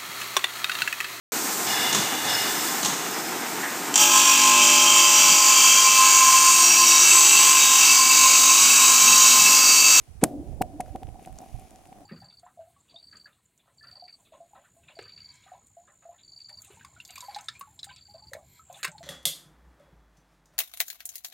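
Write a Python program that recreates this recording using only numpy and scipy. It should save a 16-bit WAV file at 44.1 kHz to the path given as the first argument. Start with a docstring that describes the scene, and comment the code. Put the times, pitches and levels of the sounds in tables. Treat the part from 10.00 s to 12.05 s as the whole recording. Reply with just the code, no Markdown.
"""A stone thrown onto a frozen lake at night lands, bounces ever faster and skitters away.
Each blow bends the ice: a short singing wave outruns the airborne clack. After the hard landings
the sheet rings on and a low whoop returns. The sliding stone keeps the ice humming and ticking.
Behind it lies still night air, and light wind buffets the right microphone."""
import sys
import numpy as np
from scipy import signal
from scipy.fft import rfft, irfft, next_fast_len
from scipy.io import wavfile
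from scipy.ndimage import uniform_filter1d

SR = 44100
rng = np.random.default_rng(int(sys.argv[2]) if len(sys.argv) > 2 else 0)


def pcm_store(signal):
    """Save signal as 16-bit PCM."""
    levels = np.round(np.clip(np.atleast_2d(signal), -1, 1) * 32767)
    wavfile.write(sys.argv[1], SR, levels.astype(np.int16).T)


N = 90404
T = np.arange(N) / SR
SIDE = np.array([[1], [-1]])  # opposite polarity left and right


def amp(db):
    """Decibels to gain."""
    return 10 ** (np.asarray(db) / 20)


def curve(rows):
    """A fader ride through (seconds, dB) points."""
    return amp(np.interp(T, *np.array(rows).T))


def fade(start, seconds):
    """Sudden start and exponential decay."""
    return (T >= start) * np.exp(-np.maximum(T - start, 0) / seconds)


def swell(crest, rise, fall):
    """Bell-shaped envelope with its own rise and fall, in seconds."""
    return np.exp(-.5 * ((T - crest) / np.where(T < crest, rise, fall)) ** 2)


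def colour(x, points):
    """Minimum-phase EQ through (Hz, dB) points that keeps the power of white noise."""
    hz, db = np.array(points).T
    size = 2 * next_fast_len(len(x) // 2 + 2048)
    gain = amp(np.interp(np.log(np.fft.rfftfreq(size, 1 / SR) + 1), np.log(hz), db))
    cepstrum = irfft(np.log(gain / np.sqrt(np.mean(gain ** 2))))
    cepstrum[1:size // 2] *= 2
    cepstrum[size // 2 + 1:] = 0
    return irfft(rfft(x, size) * np.exp(rfft(cepstrum)))[:len(x)]


def noise(points):
    """Coloured noise of level 1."""
    return colour(rng.standard_normal(N), points)


def flutter(hz):
    """Smooth random wobble with a spread of 1."""
    hold = int(SR / hz)
    steps = np.repeat(rng.standard_normal(N // hold + 1), hold)
    wobble = uniform_filter1d(uniform_filter1d(steps, hold), hold)[:N]
    return wobble / wobble.std()


def grains(per_second, spread_db):
    """Random tiny impacts of uneven size, level 1."""
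    hits = (rng.random(N) < per_second / SR) * rng.standard_normal(N)
    hits *= amp(spread_db * rng.standard_normal(N))
    return hits / hits.std()


def add(out, start, x):
    """Mix a short sound in at its time."""
    i = int(start * SR)
    out[i:i + len(x)] += x[:N - i]


def widen(make, side_db=-10.5):
    """Two draws of a scattered sound, as centre and weaker side."""
    return make() + amp(side_db) * make() * SIDE


# Tone of the night air. Each row: frequency in Hz, relative level in dB.
AIR_EQ = [(40, -19), (150, -41.5), (300, -23), (600, -29), (1100, -34), (2400, -39.5), (4000, -42),
          (7000, -39.5), (10000, -37.5), (13000, -49.5), (16000, -47)]

def night_air():
    """A faint, wide bed of still air."""
    return amp(-64.5) * (noise(AIR_EQ) + 1.18 * noise(AIR_EQ) * SIDE)


# Tone of the wind rumble. Each row: frequency in Hz, relative level in dB.
WIND_EQ = [(15, -13), (30, -7), (52, -1), (90, -5), (140, -11), (220, -24.5), (400, -35), (1000, -84)]
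# The gusts. Each row: time in seconds, level on the right in dB.
GUST_RIDE = [(0, -39), (.07, -70), (.082, -43), (.17, -38), (.21, -41.5), (.32, -53.5), (.41, -32),
             (.45, -51), (.48, -32.5), (.63, -37), (.68, -44.5), (.85, -40), (.91, -37), (1.0, -48.5),
             (1.045, -33), (1.14, -37.5), (1.22, -53.5), (1.31, -41.5), (1.355, -38), (1.4, -55),
             (1.52, -49), (1.545, -29.5), (1.6, -43.5), (1.68, -58), (2.05, -55.5)]

def wind(left_db=-25.5):
    """Gusts buffet the right microphone and barely touch the left."""
    return curve(GUST_RIDE) * np.array([amp(left_db) * noise(WIND_EQ), noise(WIND_EQ)])


# Tone of the scrape. Each row: frequency in Hz, relative level in dB.
SCRAPE_EQ = [(800, 2.5), (1500, -7.5), (2400, 1.5), (4200, -7), (6800, -2.5), (8000, -10), (10300, -2.5),
             (13000, -9.5), (16000, -16)]
# Swells of the scrape. Each row: time in seconds, level in dB.
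SCRAPE_RIDE = [(0, -65.5), (.3, -76.5), (.5, -67), (.58, -71.5), (.8, -71), (.87, -62.5), (.97, -70),
               (1.18, -70.5), (1.24, -60), (1.31, -68.5), (1.44, -62), (1.6, -62), (1.8, -66), (2.05, -72)]

def scrape():
    """The sliding stone hisses: a dense stream of tiny impacts."""
    return curve(SCRAPE_RIDE) * colour(grains(5500, spread_db=2.5), SCRAPE_EQ)


# Tone of the humming sheet. Each row: frequency in Hz, relative level in dB.
HUM_EQ = [(80, -21), (200, -7), (300, -8), (480, -19.5), (620, -10), (705, -4.5), (755, -0.5), (815, -12),
          (930, -21), (1400, -33), (3000, -44.5)]
# Swells of the hum. Each row: time in seconds, level in dB.
HUM_RIDE = [(0, -70), (.8, -57.5), (1.0, -55.5), (1.25, -50.5), (1.35, -54), (1.41, -46.5), (1.5, -53.5),
            (1.68, -55.5), (1.76, -53.5), (1.86, -53.5), (1.93, -52), (2.05, -51)]

def slide_hum():
    """Small knocks from the sliding stone keep the sheet humming."""
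    return curve(HUM_RIDE) * widen(lambda: colour(grains(500, spread_db=3.5), HUM_EQ))


# Tone of the ice chips. Each row: frequency in Hz, relative level in dB.
CHIPS_EQ = [(800, 6.5), (2000, -4), (4500, -6), (9000, -2.5), (12000, -2.5), (16000, -13)]

def chips(start):
    """A landing throws up a quickly thinning spray of chips."""
    return amp(-47) * fade(start, 0.044) * colour(grains(9000, spread_db=1), CHIPS_EQ)


# Tone of the fizz. Each row: frequency in Hz, relative level in dB.
FIZZ_EQ = [(600, 7.5), (2500, -1.5), (5000, -10.5), (9000, -7.5), (15000, -37)]

def fizz(start, lead_s=0.021):
    """A faint hiss that crests just ahead of a clack."""
    return amp(-43) * swell(start - lead_s, rise=0.0033, fall=0.024) * noise(FIZZ_EQ)


# Base tone of stone striking ice. Each row: frequency in Hz, relative level in dB.
CONTACT_EQ = [(300, 3.5), (1200, 7.5), (2000, 2.5), (3000, -1.5), (4600, -6.5), (7000, -6), (9500, -5.5),
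              (13000, -8), (16000, -14.5)]

def contact(decay_ms, bright_hz, lift_db, width_octaves=0.41, size=2048):
    """A burst of crushed ice, lifted around one bright region."""
    decay = np.exp(-T[:size] * 1000 / decay_ms)
    burst = rng.standard_normal(size) * decay
    for _ in range(3):  # even out the spectrum while keeping the burst short
        burst = irfft(np.exp(1j * np.angle(rfft(burst)))) * decay ** .25
    burst *= np.linalg.norm(decay) / np.linalg.norm(burst)
    hz = np.geomspace(200, 17000, 48)
    eq_hz, eq_db = np.array(CONTACT_EQ).T
    base_db = np.interp(np.log(hz), np.log(eq_hz), eq_db)
    bell = np.exp(-.5 * (np.log2(hz / bright_hz) / width_octaves) ** 2)
    return colour(burst, np.c_[hz, base_db + lift_db * bell])


# Light touches of the stone. Each row: start in seconds, level in dB, bright region in Hz.
SKITTER_TICKS = [(0.861, -48, 1440), (0.895, -53, 1800), (1.0704, -47.5, 2900), (1.089, -49, 2500),
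                 (1.1965, -51, 2660), (1.227, -50, 9700), (1.26, -39.5, 8600), (1.276, -49.5, 1710),
                 (1.3268, -48.5, 10300), (1.327, -51, 2400), (1.3581, -51, 5840), (1.417, -46, 11800),
                 (1.5965, -43.5, 9300), (1.7076, -43.5, 7500), (1.7592, -44.5, 6450), (1.785, -53, 6500),
                 (1.8556, -52, 9900), (1.855, -48, 2630), (1.8718, -48, 7750), (1.9282, -47, 2500)]

def ticks():
    """The skittering stone grazes the ice: tiny contacts with the lows thinned out."""
    out = np.zeros(N)
    for start, db, bright_hz in SKITTER_TICKS:
        low_cut = signal.butter(2, 0.3 * bright_hz, "high", fs=SR, output="sos")
        tick = contact(decay_ms=1, bright_hz=bright_hz, lift_db=11.5)
        add(out, start, amp(db) * signal.sosfilt(low_cut, tick))
    return out


# Modes of the stone. Each row: pitch in Hz, relative level in dB, time to fall 60 dB in ms.
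STONE_MODES = [(1294, -20, 14), (2880, -15, 16), (5570, -21, 14), (7000, -13, 11), (8220, 0, 11),
               (8650, -7, 8), (10380, -10, 9), (11110, -10, 9), (13150, -15, 7)]
# Hard hits of stone on ice. Each row: start in seconds, level in dB, decay in ms,
# bright region in Hz, its lift in dB.
HARD_HITS = [(0.2387, -9, 1.74, 9100, 8), (0.2433, -28.5, 4.2, 9000, 9.5),
             (0.6177, -22.5, 0.82, 15000, 13.5), (0.6216, -22.5, 0.93, 2360, 9),
             (0.6223, -25.5, 0.84, 10600, 5), (0.8049, -33.5, 1.9, 7250, 10.5),
             (0.8082, -30.5, 0.83, 9500, 37), (0.8076, -36.5, 2.4, 2170, 26), (0.81, -42.5, 3.9, 7000, 8),
             (0.9597, -37.5, 1.2, 2480, 1.5), (1.0329, -39, 0.8, 3600, 7), (1.2504, -44.5, 1.6, 2660, 19),
             (1.3874, -33, .6, 6600, 21)]

def clacks():
    """The airborne crack of each hit; the harder the blow, the more the stone rings."""
    out, t = np.zeros(N), T[:2048]
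    modes = sum(amp(db - 60 * t * 1000 / t60_ms) * np.sin(2 * np.pi * hz * t)
                for hz, db, t60_ms in STONE_MODES)
    hardest_db = HARD_HITS[0][1]
    for start, db, decay_ms, bright_hz, lift_db in HARD_HITS:
        ringing = amp(0.85 * (db - hardest_db)) * modes
        add(out, start, amp(db) * (contact(decay_ms, bright_hz, lift_db) + ringing))
    return out


def whoop(start, thud_db, delay_s=0.138, crest_hz=300, rise_hz_per_s=470):
    """A low, rough, slightly rising echo that returns over the lake."""
    crest = start + delay_s
    phase = 2 * np.pi * np.cumsum(crest_hz + rise_hz_per_s * (T - crest)) / SR
    scatter = flutter(hz=120) * np.sin(phase) + flutter(hz=120) * np.cos(phase)
    tone = (np.sin(phase) + 0.8 * scatter) / 2
    return amp(-22 + 0.79 * thud_db) * swell(crest, rise=0.035, fall=0.035) * tone


# Tone of the sheet's singing tail. Each row: frequency in Hz, relative level in dB.
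NOTE_TAIL_EQ = [(300, -24), (520, -2.5), (650, 8), (740, 12.5), (820, -14.5), (950, -9.5), (1400, -48.5),
                (3000, -53)]
# Tone of the sheet's low tail. Each row: frequency in Hz, relative level in dB.
THUD_TAIL_EQ = [(60, -18), (130, -3), (200, -2), (300, 1), (420, -6), (600, -5), (800, -10.5),
                (1100, -39.5), (2500, -49)]

def sheet_ring(landings):
    """Waves scatter through the sheet: a strong early bloom, then a singing tail and a longer low one."""
    def tail(levels_db, eq, t60_s):
        power = 0
        for start, db in zip(starts, levels_db):
            attack = 1 - fade(start, 0.0027)
            decay = amp(16) * fade(start, 0.013) + fade(start, t60_s / np.log(1000))
            power += (amp(db) * attack * decay) ** 2
        return np.sqrt(power) * widen(lambda: noise(eq))

    starts, notes_db, thuds_db = np.array(landings).T
    singing = tail(notes_db - 33.5, NOTE_TAIL_EQ, t60_s=0.94)
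    return singing + tail(thuds_db - 28.5, THUD_TAIL_EQ, t60_s=1.73)


# Bending waves of the singing note and of the low thud. Each row: pitch in Hz, relative level in dB,
# rise in ms, fall in ms, lead of the crest over the clack in ms.
NOTE_PARTIALS = [(756, -3.5, 2.56, 3.35, 2.57), (942, -17, 3.6, 1.3, 1.31)]
THUD_PARTIALS = [(167.3, -6.5, 4.4, 3.3, 2.3), (261.7, -3, 5.3, 2.3, 3.33), (390, -7, 3.75, 1, 6.86),
                 (511, -5.5, 2.46, 1.65, 2.79)]

def bending_waves(start, note_db, thud_db):
    """A blow bends the ice: waves swell ahead of the airborne clack and die just after it."""
    out = np.zeros(N)
    for blow_db, partials in (note_db, NOTE_PARTIALS), (thud_db, THUD_PARTIALS):
        for hz, db, rise_ms, fall_ms, lead_ms in partials:
            crest = start - lead_ms / 1000
            envelope = swell(crest, rise_ms / 1000, fall_ms / 1000)
            out -= amp(blow_db + db) * envelope * np.cos(2 * np.pi * hz * (T - crest))
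    return out


# The stone's landings. Each row: start in seconds, level of the note in dB, level of the thud in dB.
LANDINGS = [(0.2387, -11.5, -10), (0.6175, -12, -22), (0.8058, -18.5, -32.5), (0.9585, -24.5, -32),
            (1.0326, -32.5, -41.5), (1.0895, -39, -46), (1.1605, -38.5, -53), (1.1965, -39.5, -47),
            (1.229, -51, -45), (1.276, -37.5, -46), (1.396, -53, -70), (1.4335, -38, -55),
            (1.498, -43, -54.5), (1.559, -44, -67), (1.752, -56, -58), (1.929, -36.5, -47.5)]

def struck_ice():
    """The sheet sings under every landing; the first three echo back and the first five ring on."""
    blows = sum(bending_waves(*landing) for landing in LANDINGS)
    echoes = sum(whoop(start, thud_db) for start, _, thud_db in LANDINGS[:3])
    return blows + echoes + sheet_ring(LANDINGS[:5])


def microphone_pair(x, lag_s=14e-6, treble_gap_db=2, corner_hz=1300):
    """Sharp sounds reach the right microphone a little later and with less treble than the left."""
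    hz = np.fft.rfftfreq(N, 1 / SR)
    tilt = amp(treble_gap_db / 2 * hz ** 2 / (hz ** 2 + corner_hz ** 2))
    lag = np.exp(-2j * np.pi * hz * lag_s)
    return irfft(rfft(x) * np.array([tilt, lag / tilt]), N)


def scene():
    """Ice and stone straight ahead, wind on the right, still night air around."""
    background = wind() + night_air()
    ice = struck_ice() + slide_hum()
    first_hit = HARD_HITS[0][0]
    stone = clacks() + ticks() + chips(first_hit) + fizz(first_hit) + scrape()
    return background + ice + microphone_pair(stone)


def record(dry, top_hz=16400):
    """The recorder clips at full scale and cuts the top."""
    high_cut = signal.ellip(8, .2, 70, top_hz, fs=SR, output="sos")
    return signal.sosfilt(high_cut, np.clip(dry, -1, 1))


dry = scene()
out = record(dry)
pcm_store(out)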